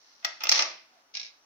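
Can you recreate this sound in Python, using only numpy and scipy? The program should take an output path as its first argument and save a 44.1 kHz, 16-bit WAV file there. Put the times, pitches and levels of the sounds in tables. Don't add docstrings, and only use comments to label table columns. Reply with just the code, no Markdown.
import sys
import numpy as np
from scipy import signal
from scipy.fft import rfft, irfft, next_fast_len
from scipy.io import wavfile

SR = 44100
rng = np.random.default_rng(int(sys.argv[2]) if len(sys.argv) > 2 else 0)


def materialize(psi):
    bounded = np.clip(np.atleast_2d(psi).T, -1, 1)
    quanta = np.round(bounded * 32767).astype(np.int16)
    wavfile.write(sys.argv[1], SR, quanta)


N = 63945
T = np.arange(N) / SR

# f/Hz, relative level/dB
SHELL_SPECTRUM = [(500, -37), (1450, -17), (1750, -3), (2050, -3), (2350, -10.5), (2800, -6), (3600, -4),
                  (4300, 4.5), (4870, 1), (5500, 6), (6050, 3.5), (6600, -10), (7300, -19.5), (8500, -37.5),
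                  (11000, -33), (13500, -50)]
# f/Hz, bandwidth/Hz, level/dB
METAL_RESONANCES = [(4830, 200, -10.5), (5310, 430, 2), (5770, 200, -7), (5995, 280, -4),
                    (6690, 420, -16.5)]
PING_RESONANCE = [(15000, 520, 0.00078)]
# f/Hz, correlation
DIRECT_COHERENCE = [(100, -0.055), (700, 0.85), (1200, -.2), (2500, -.1), (5000, -0.15), (15000, 0.34)]
DIFFUSE_COHERENCE = [(60, 0.98), (300, .8), (700, .6), (1100, -.25), (2200, 0.11), (5000, -0.65),
                     (15000, -0.18)]


def from_db(db):
    return 10 ** (np.asarray(db) / 20)


def rms_one(x):
    return x / np.sqrt(np.mean(x ** 2) + 1e-20)


def at_hz(points, hz):
    f, value = np.transpose(points)
    return np.interp(np.log(np.maximum(hz, 1)), np.log(f), value)


def envelope(curve):
    return from_db(np.interp(T, *np.transpose(curve)))


def colour(x, spectrum):
    size = 2 * next_fast_len(N)
    magnitude = rms_one(from_db(at_hz(spectrum, np.fft.rfftfreq(size, 1 / SR))))
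    cepstrum = irfft(np.log(magnitude))
    cepstrum[1:size // 2] *= 2
    cepstrum[size // 2 + 1:] = 0
    return irfft(rfft(x, size) * np.exp(rfft(cepstrum)))[..., :N]


def resonate(x, resonances):
    out = 0
    for hz, width_hz, db in resonances:
        sos = signal.butter(2, [hz - width_hz / 2, hz + width_hz / 2], "band", fs=SR, output="sos")
        out = out + from_db(db) * np.sqrt(SR / 2 / width_hz) * signal.sosfilt(sos, x + 1e-18)
    return out


def spread(pair, coherence):
    alike = np.clip(at_hz(coherence, np.fft.rfftfreq(N, 1 / SR)), -.98, .98)
    mid, side = irfft(rfft(pair) * np.sqrt([(1 + alike) / 2, (1 - alike) / 2]), N)
    return np.array([mid + side, mid - side])


def diffuse_noise():
    return spread(rng.choice([-1., 1.], (2, N)), DIFFUSE_COHERENCE)


def even_noise(coherence=DIRECT_COHERENCE, size=192):
    x = rng.standard_normal((2, N))
    for _ in range(6):
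        frames = signal.stft(x, nperseg=size)[2]
        x = signal.istft(frames / (np.abs(frames) + 1e-12), nperseg=size)[1][:, :N]
    return spread(rms_one(x), coherence)


def contact(peak_s, db, rise_s, t60):
    growth = np.minimum(T - peak_s, 0) / max(rise_s, 1e-4)
    decay = np.log(1000) * np.maximum(T - peak_s, 0) / t60
    return from_db(db) * np.exp(growth - decay)


def background():
    floor_spectrum = [(25, -21.5), (48, -10), (70, -24.5), (130, -17.5), (190, -15.5), (240, -6), (400, -8),
                      (750, -4), (1400, -1), (2000, -12), (3100, -14), (4300, -19), (5100, -14),
                      (5700, -10.5), (7000, -17), (8300, -28), (11000, -20), (13800, -29.5), (15300, -16.5),
                      (16000, -30)]
    hiss_levels = [(0, -76), (0.2, -94), (0.9, -83.5), (1.45, -71)]
    # f/Hz, bandwidth/Hz, level/dB
    hiss_band = [(5750, 650, 0)]
    rub_bands = [(722, 110, -2), (1300, 1770, 0), (4130, 1800, -2)]
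    rub_peak_s, rub_sigma_s = .97, 0.052
    rub_swell = from_db(-68.5) * np.exp(-((T - rub_peak_s) / rub_sigma_s) ** 2 / 2)
    rub = rub_swell * resonate(diffuse_noise(), rub_bands)
    hiss = envelope(hiss_levels) * resonate(diffuse_noise(), hiss_band)
    return from_db(-67.5) * colour(diffuse_noise(), floor_spectrum) + hiss + rub


def reverberation(x, t60_scale=1):
    decay_times = [(150, 0.64), (600, 0.4), (1200, 0.39), (2200, 0.4618), (5500, 0.4228), (9000, 0.09),
                   (15000, 0.1)]
    tail_spectrum = [(50, -12), (150, -1.5), (300, 1), (700, -2), (2000, -4.5), (5500, -8), (9000, -6.5),
                     (15000, -15)]
    edges_hz, build_s = np.geomspace(35, 18000, 16), 0.002
    white = [even_noise(DIFFUSE_COHERENCE, size=1024) for _ in range(2)]
    tail = 0
    for k, (low, high) in enumerate(zip(edges_hz, edges_hz[1:])):
        hz = np.sqrt(low * high)
        t60 = t60_scale * at_hz(decay_times, hz)
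        fade = (1 - np.exp(-T / build_s)) * np.exp(-np.log(1000) * T / t60)
        band = signal.sosfilt(signal.butter(2, [low, high], "band", fs=SR, output="sos"), white[k % 2])
        tail = tail + from_db(at_hz(tail_spectrum, hz)) * band * fade / np.linalg.norm(fade)
    return signal.fftconvolve(x, tail, axes=1)[:, :N]


def table_thumps():
    bumps = [(0.244, -62.5), (0.489, -58), (0.51, -65.5), (0.575, -64), (0.625, -64)]
    mode_hz = 46
    return sum(contact(s, db, rise_s=.002, t60=0.092) * np.sin(2 * np.pi * mode_hz * (T - s))
               for s, db in bumps)


def loose_part_rattle():
    ticks = [(1.1398, -46), (1.1425, -40.5), (1.1485, -45), (1.152, -27.5), (1.16, -43), (1.1632, -38),
             (1.1707, -25.5), (1.184, -42), (1.1980, -29.5), (1.2045, -40), (1.2140, -33.5), (1.231, -34.5),
             (1.2482, -37.5), (1.257, -41.5), (1.2655, -41), (1.276, -48), (1.281, -49.5), (1.293, -52.5)]
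    tick_spectrum = [(150, -46), (400, -32.5), (680, -22), (950, -25.5), (1850, -21), (2120, -5),
                     (2750, -6.5), (3200, -11), (3900, -2.5), (4500, -3.5), (5350, 0.5), (6200, -9.5),
                     (7000, -20), (7700, -69.5)]
    part_modes = [(1668, 40, -23), (2432, 67, -19), (3893, 113, -11), (5500, 119, -11.5)]
    drive = sum(contact(s, db, rise_s=0.00087, t60=0.021) for s, db in ticks)
    return colour(drive * even_noise(), tick_spectrum) + resonate(drive * even_noise(), part_modes)


def handle_knock():
    impacts = [(0.227, -54.5, 0.0013, 0.11, -10), (0.2480, -24.5, .0007, 0.021, 5.5),
               (0.2521, -28.5, 0.0021, 0.027, -6)]
    # f/Hz, relative level/dB
    knock_spectrum = [(120, -40.5), (300, -21.5), (540, -19.5), (690, 2.5), (880, -11.5), (1150, -3),
                      (1400, -3.5), (1570, -4.5), (2020, 3.5), (2300, -11), (2600, 1), (2950, -10),
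                      (3300, -4), (4000, -11), (8500, -50)]
    crack_spectrum = [(600, -37.5), (2000, -15), (3600, -5), (4030, -8.5), (4500, 0), (5000, -4.5),
                      (5550, 4), (6600, -13.5), (7400, -19.5), (9800, -52.5), (11200, -30.5), (13200, -52)]
    modes = [(684, -12.5, 0.11), (1163, -18.5, 0.13), (2015, -13.5, 0.25), (2100, -9.5, 0.39),
             (2504, -13.5, 0.1), (3120, -15.5, .12), (3530, -17.5, .1), (3790, -16, .1), (4780, -12, 0.081),
             (5310, -12, 0.12), (5700, -10, .08)]
    drives = np.array([contact(*row[:4]) for row in impacts])
    crack = from_db(np.array(impacts)[:, 4]) @ drives * even_noise()
    ring = 0
    for s, db, *_ in impacts:
        for hz, mode_db, t60 in modes:
            phase = 2 * np.pi * (hz * T + rng.random())
            channel_shift = hz / 2000 * rng.normal(0, 1, (2, 1))
            ring = ring + contact(s, db + mode_db, rise_s=0.003, t60=t60) * np.sin(phase + channel_shift)
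    knock = colour(drives.sum(0) * even_noise(), knock_spectrum)
    ping = from_db(-19.5) * resonate(crack, PING_RESONANCE)
    return knock + colour(crack, crack_spectrum) + from_db(-10) * ring + ping


def machine_body(x):
    body_spectrum = [(90, -30.5), (190, -27.5), (320, -18.5), (500, -8.5), (670, -4), (770, -0.5), (870, 1),
                     (980, -1.5), (1200, 1.5), (1600, -3), (2300, 2), (3500, -1.5), (8000, -45.5)]
    body_modes = [(345, 40, -27), (665, 45, -19), (871.4, 20, -20), (1145, 48, -18.5), (1470, 90, -20.5),
                  (2055, 38, -14), (2127, 19, -15.5)]
    return colour(x, body_spectrum) + resonate(x, body_modes)


def ferrule_scrape():
    pressure = [(0.49, -62), (0.525, -29), (0.539, -30), (0.561, -22.5), (0.572, -31.5), (0.60, -31.5),
                (0.628, -33), (0.65, -52), (0.68, -73)]
    slips_per_s, slip_spread_db, body_growth_db_per_s = 1800, 1.5, 51
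    sizes = from_db(slip_spread_db * np.minimum(rng.exponential(1, N), 4))
    slips = sizes * (rng.random(N) < slips_per_s / SR)
    trains = [spread(slips * rng.choice([-1, 1], (2, N)), DIRECT_COHERENCE) for _ in range(3)]
    shell, body, ring = (envelope(pressure) * rms_one(train) for train in trains)
    start, end = pressure[0][0], pressure[-1][0]
    body_db = -7.5 + body_growth_db_per_s * (np.clip(T, start, end) - (start + end) / 2)
    return (colour(shell, SHELL_SPECTRUM) + machine_body(body * from_db(body_db))
            + from_db(-19.5) * resonate(ring, METAL_RESONANCES))


def ferrule_clicks():
    # t/s, level/dB, rise/s, T60/s, then share/dB of body, hollow, bright ring, ping
    impacts = [(0.4059, -40, .0005, .05, 2, 1.5, -20, -39.5),
               (0.4183, -45.5, .002, .05, 9.5, 0, -31.5, -44.5),
               (0.437, -33.5, 0.0014, 0.028, 7.5, 0.5, 7.5, 2),
               (0.4545, -35.5, 0.0013, 0.027, 6.5, 4.5, -24, -32),
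               (0.4698, -25, .0005, 0.022, -1, -3, -23.5, -34),
               (0.4929, -12.5, .0013, .013, -12, -9.5, 2.5, -19.5),
               (0.5160, -13.5, .0006, .022, -5, -8, -16.5, -28),
               (0.5224, -11.5, .0006, .024, -12, -21.5, -10.5, -29.5),
               (0.5799, -21.5, 0.0028, 0.015, -2.5, -15, -5, -31),
               (0.5928, -17.5, 0.0011, 0.032, 2.5, -22, -20, -51),
               (0.6061, -26, 0.00065, 0.021, -1.5, -9, -3, -27.5),
               (0.6221, -22, 0.00079, 0.029, 1, -9.5, -2, -50)]
    ferrule_modes = [(1280, 176, -7), (2582, 330, -1), (3450, 240, -6)]
    drives = np.array([contact(*row[:4]) for row in impacts])
    body, hollow, ring, ping = from_db(np.array(impacts)[:, 4:]).T @ drives
    chatter = even_noise()
    shell = colour(drives.sum(0) * even_noise(), SHELL_SPECTRUM)
    casting = from_db(-3.5) * machine_body(body * even_noise())
    return (shell + casting + resonate(hollow * chatter, ferrule_modes)
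            + resonate(ring * chatter, METAL_RESONANCES) + resonate(ping * chatter, PING_RESONANCE))


def scene():
    wood = handle_knock()
    metal = ferrule_clicks() + ferrule_scrape()
    rattle = loose_part_rattle()
    brush_tail = reverberation(from_db(0.5) * wood + from_db(1) * metal)
    rattle_tail = from_db(1) * reverberation(rattle, t60_scale=0.78)
    return wood + metal + rattle + brush_tail + rattle_tail + table_thumps() + background()


def record(dry):
    cutoff_hz = 16400
    return signal.sosfilt(signal.ellip(10, .2, 70, cutoff_hz, fs=SR, output="sos"), dry)


dry = scene()
out = record(dry)
materialize(out)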